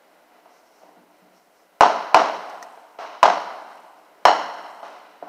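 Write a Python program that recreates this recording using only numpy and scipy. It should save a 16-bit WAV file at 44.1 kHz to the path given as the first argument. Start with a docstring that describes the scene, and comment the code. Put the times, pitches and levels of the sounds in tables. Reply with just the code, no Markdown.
"""Fireworks at night

Four shells burst overhead, each a shock front and a few pressure swings; house walls slap back and
trees scatter the bang into a long tail. Around them: dull thumps of launches and far fireworks,
fizzing stars, sputtering sparks, a faint fuse hiss and soft night air. A small, honky microphone
with almost no bass picks it all up and overloads on the bursts."""
import sys
import numpy as np
from scipy import signal
from scipy.fft import rfft, irfft, next_fast_len
from scipy.io import wavfile
from scipy.ndimage import map_coordinates

SR = 44100
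rng = np.random.default_rng(int(sys.argv[2]) if len(sys.argv) > 2 else 0)


def to_wav(sig):
    """Store sig (one row per channel, or 1-D mono) as 16-bit WAV at the path in sys.argv[1].

    Samples outside -1..1 are clipped; the rate is SR.
    """
    pcm = np.clip(np.atleast_2d(sig), -1, 1) * 32767
    pcm = np.round(pcm).astype(np.int16)
    wavfile.write(sys.argv[1], SR, pcm.T)  # frames by channels


N = 233156
TIME = np.arange(N) / SR
AGE = np.arange(2 * SR) / SR  # seconds since an event
FFT_SIZE = next_fast_len(N + SR)
FREQ = np.fft.rfftfreq(FFT_SIZE, 1 / SR)

# shell bursts (time [s], blast [dB], ring [Hz], crack [dB], yard scatter [dB], tree tail [dB],
# echo tilt [dB/octave], echo honk [dB], hollowness [dB], slap [dB], slap delay [ratio], fizz [dB])
SHELLS = [(1.8083, -18, 757, -11.5, -12, -21, 0, 1, 1, -9, 0.99, -57),
          (2.1450, -11, 1000, -10, -10, -22, 0, -1, .5, -9.5, 1, -41),
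          (3.2298, -16, 1017, -13, -12.5, -24, 0.5, 1, 1, -10.5, .99, -44),
          (4.2533, -13, 990, -9, -11.5, -23, 0.5, 0.5, 5.5, -11.5, 1.05, -42)]


def amp(db):
    """Decibels to gain."""
    return 10 ** (np.asarray(db) / 20)


def unit(x):
    """Scale to rms 1."""
    return x / np.sqrt(np.mean(x ** 2) + 1e-20)


def along(points, hz):
    """Read (frequency [Hz], value) points on a log axis."""
    freqs, values = np.transpose(points)
    return np.interp(np.log(hz + 1), np.log(freqs), values)


def bell(x, centre, width):
    """A Gaussian bump of height 1."""
    return np.exp(-.5 * ((x - centre) / width) ** 2)


def add(track, s, sound):
    """Mix a sound into the track at time s."""
    part = track[round(s * SR):][:len(sound)]
    part += sound[:len(part)]


def wobble(rate, n):
    """A smooth random curve, rate knots a second."""
    knots = rng.standard_normal(int(n * rate / SR) + 4)
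    return map_coordinates(knots, [np.arange(n) * rate / SR])


def coloured(x, gain):
    """Minimum-phase EQ with the given gain at each frequency: nothing rings ahead of a hit."""
    cepstrum = irfft(np.log(np.maximum(gain, 1e-6)), FFT_SIZE)
    cepstrum[1:FFT_SIZE // 2] *= 2
    cepstrum[FFT_SIZE // 2 + 1:] = 0
    return irfft(rfft(x, FFT_SIZE) * np.exp(rfft(cepstrum)), FFT_SIZE)[:len(x)]


def tilted(x, db_per_octave):
    """Brighten or dull a sound around 800 Hz."""
    return coloured(x, amp(db_per_octave * np.log2(np.clip(FREQ, 150, 8000) / 800)))


def noise(colour):
    """Steady noise shaped by (frequency [Hz], level [dB]) points."""
    return coloured(rng.standard_normal(N), amp(along(colour, FREQ)))


def puff(t60):
    """A short, dying burst of noise."""
    return rng.standard_normal(len(AGE)) * amp(-60 * AGE / t60)


def pressure_swing(hz, t60):
    """A few strong swings of pressure that start at full size."""
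    return -np.cos(2 * np.pi * hz * AGE) * amp(-60 * AGE / t60)


def scatter(decay, rise_s, clump_db):
    """Countless echoes that build up, arrive in clumps, roll and die at each frequency's own speed."""
    hz, t, spectrum = signal.stft(rng.standard_normal(len(AGE)), SR, nperseg=256)
    fade = amp(-60 * t / along(decay, hz)[:, None])
    tail = signal.istft(spectrum * fade, SR, nperseg=256)[1][:len(AGE)]
    roll_db = .7 * wobble(25, len(AGE))
    build_up = 1 - np.exp(-AGE / rise_s)
    return tail * build_up * amp(clump_db * wobble(250, len(AGE)) + roll_db)


def night_air():
    """A soft, restless bed of outdoor noise."""
    # the bed's slow drift (time [s], level [dB])
    drift = [(0, -56.5), (1.7, -59.5), (2.9, -55.5), (5.3, -55)]
    # its tone (frequency [Hz], level [dB])
    colour = [(150, 12), (300, 9.5), (700, 0.5), (1100, -2.5), (2000, 5.5), (3000, 3), (5500, 2),
              (9000, 0.5)]
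    level_db = np.interp(TIME, *np.transpose(drift)) + .8 * wobble(19, N)
    return amp(level_db) * noise(colour)


def fuse(attack_s=0.058, release_s=0.13, flutter_db=2.5):
    """A fuse hisses faintly on the ground before the first shell: each spurt swells, holds and dies."""
    # spurts of flame (time [s], length [s], level [dB])
    spurts = [(.45, 0.4, -41), (1.30, 0.098, -42.5), (1.52, .08, -42)]
    # the flame's thin hiss (frequency [Hz], level [dB])
    hiss = [(2500, -38), (4200, -17), (5500, -7), (6400, -7.5), (8000, -3), (15000, -6)]
    flame = np.zeros(N)
    for s, length, db in spurts:
        swell = np.clip((TIME - s) / attack_s, 0, 1)
        fade = np.clip(1 - (TIME - s - length) / release_s, 0, 1)
        flame += amp(db) * swell * fade
    return flame * amp(flutter_db * wobble(30, N)) * noise(hiss)


def stars(peak_s=.45, width_s=.25, crackle_db=3):
    """The stars of each shell flare up after the burst and burn out with a fine, crackling fizz."""
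    # the sizzle of burning stars (frequency [Hz], level [dB])
    sizzle = [(2500, -35), (5000, -18), (8000, 8), (11000, 7), (15000, 1)]
    out = np.zeros(N)
    burn = bell(AGE, peak_s, width_s)
    for s, *_, fizz_db in SHELLS:
        crackle = amp(fizz_db + crackle_db * wobble(300, len(AGE)))
        add(out, s, burn * crackle * rng.standard_normal(len(AGE)))
    return coloured(out, amp(along(sizzle, FREQ)))


def sparks(pop_hz=1880, attack_s=0.00057):
    """Burning stars spit briefly with a small pitched pop."""
    # sputtering sparks (time [s], spit [dB], pop [dB])
    sputters = [(2.496, -23.5, -46), (2.626, -15, -29), (4.049, -39, -62), (4.538, -29, -61),
                (4.863, -37.5, -55)]
    # the bright tone of a spit (frequency [Hz], level [dB])
    colour = [(300, -23), (1200, -17), (2500, -23), (4000, -10), (6000, 1.5), (8000, 0), (15000, 4)]
    out = np.zeros(N)
    attack = 1 - np.exp(-AGE / attack_s)
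    for s, spit_db, pop_db in sputters:
        spit = coloured(amp(spit_db) * puff(t60=0.044), amp(along(colour, FREQ)))
        pop = amp(pop_db) * pressure_swing(pop_hz, t60=0.028)
        add(out, s, (spit + pop) * attack)
    return out


def thumps(ring_hz=690, ring_db=-9, knock_tilt_db=-2.5):
    """Launches and far reports: a dull, hollow knock, followed by a swell of echoes."""
    # launches and far reports (time [s], thump [dB], echo [dB], tilt [dB/octave])
    reports = [(0.457, -47, -54.5, -1), (0.816, -52, -58, -4), (0.833, -48, -54, -8),
               (0.884, -46.5, -58, -6.5), (0.966, -52.5, -59.5, -11.5), (1.108, -60.5, -66, 4),
               (1.219, -59, -63.5, -14.5), (2.775, -41, -62, -0.5), (2.987, -27, -32.5, 0.5),
               (4.829, -31.5, -37, 0), (5.2252, -32, -40, -4)]
    # decay of their echoes near the ground (frequency [Hz], t60 [s])
    ground_decay = [(200, 1.1), (800, 0.99), (3000, 1.58), (10000, 0.73)]
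    out = np.zeros(N)
    for s, thump_db, echo_db, tilt in reports:
        knock = tilted(puff(t60=0.062), tilt + knock_tilt_db)
        ring = amp(ring_db) * pressure_swing(ring_hz, t60=0.023)
        echo = tilted(scatter(ground_decay, rise_s=0.011, clump_db=0.5), tilt)
        add(out, s, amp(thump_db) * (knock + ring) + amp(echo_db) * echo)
    return out


def wall_slaps(ring_hz=900, ring_db=-3.5, dull_hz=5500):
    """Each wall answers every bang with a short, rough, dulled slap."""
    # slapback from nearby walls (delay [s], level [dB])
    walls = [(.0078, -3), (.0165, -6), (.024, -2.5), (.0275, -1), (.049, -5), (.055, -8.5), (.0715, -8.5),
             (.093, -15.5), (.153, -18.5)]
    out = np.zeros(N)
    for s, *_, slap_db, stretch, _ in SHELLS:  # delays stretch with the shell's place in the sky
        for delay, wall_db in walls:
            hz = ring_hz * np.exp(0.15 * rng.standard_normal())
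            slap = amp(ring_db) * pressure_swing(hz, t60=.016) + puff(t60=0.03)
            add(out, s + stretch * delay, amp(slap_db + wall_db) * slap)
    return coloured(out, 1 / np.sqrt(1 + (FREQ / dull_hz) ** 4))


def shell_bursts(shock_db=12, blast_s=0.0066, grit_db=-3, honk_hz=1190, notch_spacing_hz=1215):
    """Each shell: a shock front, a few strong pressure swings, then the yard's and the trees' answer."""
    # short scatter from the yard (frequency [Hz], t60 [s])
    yard_decay = [(170, 0.73), (400, 0.32), (800, 0.47), (2500, 0.46), (6000, 0.49), (14000, 0.083)]
    # long tail from the ring of trees (frequency [Hz], t60 [s])
    tree_decay = [(170, 1.64), (400, 1.17), (800, 1.61), (2000, 1.434), (5000, 1.33), (8000, 0.94),
                  (14000, 2.5)]
    # treble lost on the echoes' longer path (frequency [Hz], gain [dB])
    path_loss = [(5000, 0), (6500, 0.5), (8200, 0.5), (11000, -2), (15000, -6.5)]
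    out = np.zeros(N)
    honk = bell(FREQ, honk_hz, width=420)
    # a surface close to the microphone reflects only short waves and cuts evenly spaced notches
    comb_depth = np.interp(FREQ, [1200, 2400, 6000, 9000], [0.061, 0.77, 1, 0])
    comb = -np.cos(2 * np.pi * FREQ / notch_spacing_hz) * comb_depth
    blast = np.exp(-(AGE / blast_s) ** 3)  # the direct sound holds for a few cycles, then stops
    for s, blast_db, ring_hz, crack_db, yard_db, tree_db, tilt, honk_db, hollow_db, *_ in SHELLS:
        shock = -amp(shock_db) * np.exp(-AGE / .00004)
        crack = tilted(amp(crack_db) * puff(t60=0.13) * blast, db_per_octave=3)
        grit = coloured(amp(grit_db) * puff(t60=0.13) * blast, honk + amp(-22.5))
        swing = amp(blast_db) * pressure_swing(ring_hz, t60=0.076) * blast
        yard = amp(yard_db) * scatter(yard_decay, rise_s=0.0048, clump_db=2.0)
        trees = amp(tree_db) * scatter(tree_decay, rise_s=.022, clump_db=0.86)
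        echoes = coloured(tilted(yard + trees, tilt), amp(honk_db * honk + along(path_loss, FREQ)))
        bang = shock + crack + grit + swing + echoes
        add(out, s, coloured(bang, amp(hollow_db * comb)))
    return out


def scene():
    """Everything that reaches the spectator, in mono."""
    return (shell_bursts() + wall_slaps() + thumps() + sparks() + stars() + fuse() + night_air())[None]


def record(dry, bass_cut_hz=174, bass_leak_db=-38, hiss_db=-68, knee=3, top_hz=15600):
    """A small microphone: honky colour, a steep bass cut, self-noise, overload and a band limit."""
    # the microphone's broad response (frequency [Hz], gain [dB])
    mic_curve = [(170, -23.5), (300, -16), (410, -9), (550, -5), (690, 0.5), (1000, -1.5), (1200, -6.5),
                 (1420, -7.5), (1800, -16), (3000, -21), (5500, -27.5), (6600, -33), (7300, -40),
                 (10500, -48.5), (15000, -51)]
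    # peaks and notches, broad from its port, narrow from close walls (centre [Hz], width [Hz], gain [dB])
    resonances = [(183, 8.9, 4.5), (214, 12, -4.5), (245.3, 5.8, 6), (275, 8.4, -2.5), (306, 11, 7),
                  (366, 7.1, -5.5), (487, 12, -2.5), (512, 6.7, 1.5), (575, 8, 2), (658, 15.5, 2.5),
                  (720.6, 12, 3.5), (795, 9.5, -1.5), (818, 7, 1), (1010, 9.9, 0.5), (2020, 55, 3),
                  (2940, 120, 2.5), (3550, 186, -4), (3880, 240, 2.5), (4860, 160, -1.5), (5460, 470, 2),
                  (6170, 48, 3.5)]
    ripple_db = sum(db * bell(FREQ, hz, width) for hz, width, db in resonances)
    bass_cut = 1 / np.sqrt(1 + (bass_cut_hz / (FREQ + 1)) ** 30) + amp(bass_leak_db)
    response = unit(amp(along(mic_curve, FREQ) + ripple_db) * bass_cut)
    x = coloured(dry[0], response) + amp(hiss_db) * rng.standard_normal(N)
    x = x / (1 + np.abs(x) ** (2 * knee)) ** (.5 / knee)  # the loudest swings flatten at full scale
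    return irfft(rfft(x, FFT_SIZE) * (FREQ < top_hz), FFT_SIZE)[None, :N]


dry = scene()
out = record(dry)
to_wav(out)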